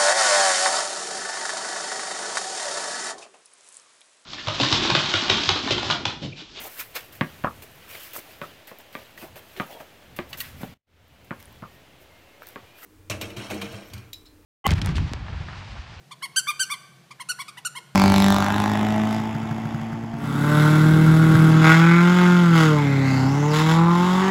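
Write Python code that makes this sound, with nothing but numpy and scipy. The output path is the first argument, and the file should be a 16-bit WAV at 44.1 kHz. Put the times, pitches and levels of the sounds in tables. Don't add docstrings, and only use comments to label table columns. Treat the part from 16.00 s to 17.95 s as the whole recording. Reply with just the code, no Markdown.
import sys
import numpy as np
from scipy import signal
from scipy.fft import rfft, irfft
from scipy.io import wavfile

SR = 44100
rng = np.random.default_rng(int(sys.argv[2]) if len(sys.argv) > 2 else 0)


def gain_from_decibels(decibels):
    exponent = np.asarray(decibels, float) / 20
    return 10 ** exponent


def wav_record(signal):
    frames = np.transpose(np.atleast_2d(signal))
    bounded = np.clip(frames, -1, 1)
    quanta = np.round(bounded * 32767).astype(np.int16)
    wavfile.write(sys.argv[1], SR, quanta)


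N = 85995

# (reed catches [s], rise to highest pressure [s], fall [s], top pitch [Hz], level [dB],
# muffling by the hand [dB per octave])
SQUEEZE_STROKES = [(0.109, 0.012, 0.0159, 1206, -39, 5.0), (0.3602, .016, 0.024, 1567, -18, 0.17),
                   (0.594, 0.014, .032, 1562, -20.7, .0), (1.106, 0.0095, 0.0116, 1215, -40.5, 4.5),
                   (1.2875, 0.01387, .022, 1478, -25.5, -0.24), (1.479, 0.0083, 0.012, 1280, -37.5, 3.5),
                   (1.6487, 0.00987, .019, 1465, -25.5, 0.5)]
RELEASE_STROKES = [(0.223, 0.014, 0.025, 1116, -30.5, -0.43), (0.471, .024, 0.02, 1212, -23.5, 1.6),
                   (0.699, 0.021, 0.028, 1188, -27, 0.31), (1.198, .011, .017, 1089, -35, 0.63),
                   (1.389, .017, 0.0201, 1139, -31.5, 0.33), (1.571, 0.0095, 0.014, 1019, -39, 0.32),
                   (1.751, .021, .019, 1093, -35, 0.65)]
# (frequency [Hz], level [dB])
SQUEEZE_OVERTONES = [(1200, -3.5), (3000, -2), (4600, -3), (6200, -6), (7800, -4), (9200, -1.5),
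                     (10800, -13), (12500, -18), (14500, -23)]
RELEASE_OVERTONES = [(1100, -2.5), (2300, 1), (3400, -6), (4600, -11.5), (5700, -12.5), (6900, -21.5),
                     (8100, -13), (9200, -8), (11000, -17), (13500, -22.5)]
# (pitch sag at the end [share], curve of the sag [exponent], fade at the end [dB], curve of the fade [exponent])
SQUEEZE_ARCH = [(.15, 3.45, 12.5, 2.97), (.11, 2.79, 9, 2.3)]
RELEASE_ARCH = [(.11, 1.7, 9.6, 2.7), (.14, 2.63, 9.2, 2.43)]
# (frequency [Hz], time [s])
ROOM_DECAY = [(800, 0.96), (2000, 0.8), (5000, 0.74), (10000, 0.54), (15000, 0.62)]
# (frequency [Hz], relative level [dB])
FLOOR_COLOUR = [(18, -32.5), (30, -28), (75, -21.5), (152, 2.5), (256, -14.5), (341, -13), (546, -15.5),
                (728, -12.5), (1050, -21.5), (1820, -16), (2020, -19.5), (3780, -21), (15500, -34.5)]
# (centre [Hz], width [Hz], level [dB])
HUM_BANDS = [(134.8, 6.8, -61.5), (184, 28, -72.5), (352, 10.6, -73)]

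# (dulling [dB per octave per dB of fade], pitch unrest at highest pressure [share], pulse lead [rad])
SQUEEZE_REED = (0.18, 0.0031, 0.43)
RELEASE_REED = (0.22, 0.006, -0.63)
WEAK_SAG_PER_DB, WEAK_POINT_PER_DB = 0.0356, 0.03
CATCH_S, STALL_S = 0.0011, 0.0026
FLUTTER_DB, AIR_DB = 3, -19
WHISTLE_FROM_HZ, WHISTLE_S, WHISTLE_DB = 1720, 0.008, -8
LEAD_IN = 1500

ROOM_DB, ECHO_DB = -16, -7
ECHO_S = 0.0145
FLOOR_DB = -57
KNOCK_S, KNOCK_HZ, KNOCK_T60_S, KNOCK_DB = 1.788, 463, 0.06, -48


def at_hz(points, hz):
    table_hz, values = np.array(points).T
    return np.interp(np.log(hz), np.log(table_hz), values)


def wobble(shape, rate_hz):
    r = np.exp(-2 * np.pi * rate_hz / SR)
    x = signal.lfilter([1], [1, -2 * r, r * r], rng.standard_normal(shape))
    return x / x.std(axis=-1, keepdims=True)


def bandpass(x, low_hz, high_hz):
    return signal.sosfilt(signal.butter(2, [low_hz, high_hz], "band", fs=SR, output="sos"), x)


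def shaped_noise(gain):
    hz = np.maximum(np.fft.rfftfreq(N, 1 / SR), 1)
    x = irfft(rfft(rng.standard_normal(N)) * gain(hz), N)
    return x / np.sqrt(np.mean(x ** 2) + 1e-20)


def rumble_and_hiss():
    return gain_from_decibels(FLOOR_DB) * shaped_noise(lambda hz: gain_from_decibels(at_hz(FLOOR_COLOUR, hz)))


def hum():
    out = np.zeros(N)
    for hum_hz, width, db in HUM_BANDS:
        out += gain_from_decibels(db) * shaped_noise(lambda hz: 1 / (1 + (2 * (hz - hum_hz) / width) ** 2))
    return out


def knock():
    t = np.maximum(np.arange(N) / SR - KNOCK_S, 0)
    onset = np.minimum(t / 0.0036, 1)
    return gain_from_decibels(KNOCK_DB - 60 * t / KNOCK_T60_S) * onset * np.sin(2 * np.pi * KNOCK_HZ * t)


def room(x):
    t = np.arange(SR) / SR
    tail = np.zeros(SR)
    for low in 600 * 2 ** np.arange(0, 5, 0.5):
        high = low * 2 ** 0.5
        decay_db = -60 * t / at_hz(ROOM_DECAY, np.sqrt(low * high))
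        build_up = np.minimum(t / ECHO_S, 1)
        tail += bandpass(rng.standard_normal(SR), low, high) * gain_from_decibels(decay_db) * build_up
    echoes = np.zeros(SR)
    lags = (np.arange(20) + rng.uniform(8, 9, 20)) / 28 * ECHO_S
    strengths = np.linspace(1.3, 0.6, 20) / np.sqrt(20)
    echoes[(lags * SR).astype(int)] = rng.choice([-1, 1], 20) * strengths
    response = gain_from_decibels(ROOM_DB) * tail / np.sqrt(np.sum(tail ** 2)) + gain_from_decibels(ECHO_DB) * echoes
    return signal.fftconvolve(x, response)[:N]


def inlet_whistle(t, reed_hz):
    hz = reed_hz + (WHISTLE_FROM_HZ - reed_hz) * (0.5 - 0.5 * np.tanh(t / CATCH_S / 2))
    swell = np.exp(np.minimum(t, 0) / WHISTLE_S * 2)
    cutoff = 0.5 - 0.5 * np.tanh(t / CATCH_S - 2)
    return swell * cutoff * np.sin(2 * np.pi * np.cumsum(hz) / SR)


def reed_pulses(hz, fade_db, muffle_db, tone, dulling, lead):
    k = np.arange(1, 17)[:, None]
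    phase = 2 * np.pi * np.cumsum(hz) / SR
    dull_db = (dulling * np.minimum(fade_db, 30) + muffle_db) * np.log2(k)
    flutter_db = FLUTTER_DB * wobble((len(k), len(hz)), 50.4)
    parts = gain_from_decibels(at_hz(tone, k * hz) - dull_db + flutter_db) * (k * hz < 16500)
    loudness = np.sqrt(np.sum(parts ** 2, axis=0) / 2)
    return np.sum(parts * np.sin(k * phase + lead), axis=0) / loudness


def reed(strokes, tone, arch, manner, whistle_gain):
    out = np.zeros(N)
    t = np.arange(-LEAD_IN, 4000) / SR
    dulling, unrest, lead = manner
    loudest_db = max(row[4] for row in strokes)
    for start, rise, fall, top_hz, db, muffle_db in strokes:
        sag, sag_curve, end_fade_db, fade_curve = np.transpose(arch)[:, (t > rise).astype(int)]
        u = np.abs(t - rise) / np.where(t < rise, rise, fall)
        weak_db = loudest_db - db
        point = np.maximum(sag_curve * (1 - WEAK_POINT_PER_DB * weak_db), 1)
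        sagged = sag * (1 + WEAK_SAG_PER_DB * weak_db) * u ** point
        hz = top_hz * np.clip(1 - sagged, 0.5, 1)
        hz = hz * (1 + unrest * (1 + np.minimum(u, 2)) * wobble(len(t), 170))
        fade_db = end_fade_db * u ** fade_curve
        pulses = reed_pulses(hz, fade_db, muffle_db, tone, dulling, lead)
        air = bandpass(rng.standard_normal(len(t)), 1500, 12000)
        caught = 0.5 + 0.5 * np.tanh(t / CATCH_S)
        not_stalled = 0.5 - 0.5 * np.tanh((t - rise - fall) / STALL_S)
        swing = caught * not_stalled * gain_from_decibels(-np.minimum(fade_db, 120))
        chirp = swing * (pulses + gain_from_decibels(AIR_DB) * air)
        chirp = chirp + whistle_gain * inlet_whistle(t, top_hz)
        i = int(start * SR) - LEAD_IN
        out[i:i + len(t)] += gain_from_decibels(db) * chirp
    return out


def squeaky_toy():
    squeezes = reed(SQUEEZE_STROKES, SQUEEZE_OVERTONES, SQUEEZE_ARCH, SQUEEZE_REED, 0)
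    releases = reed(RELEASE_STROKES, RELEASE_OVERTONES, RELEASE_ARCH, RELEASE_REED, gain_from_decibels(WHISTLE_DB))
    return squeezes + releases


def scene():
    toy = squeaky_toy()
    mix = toy + room(toy) + knock() + rumble_and_hiss() + hum()
    return mix[None]


def roll_off(x):
    return signal.sosfilt(signal.butter(12, 16280, fs=SR, output="sos"), x)


def record(dry):
    finished = signal.sosfilt(signal.cheby2(10, 50, 16270, fs=SR, output="sos"), dry)
    return roll_off(finished)


dry = scene()
out = record(dry)
wav_record(out)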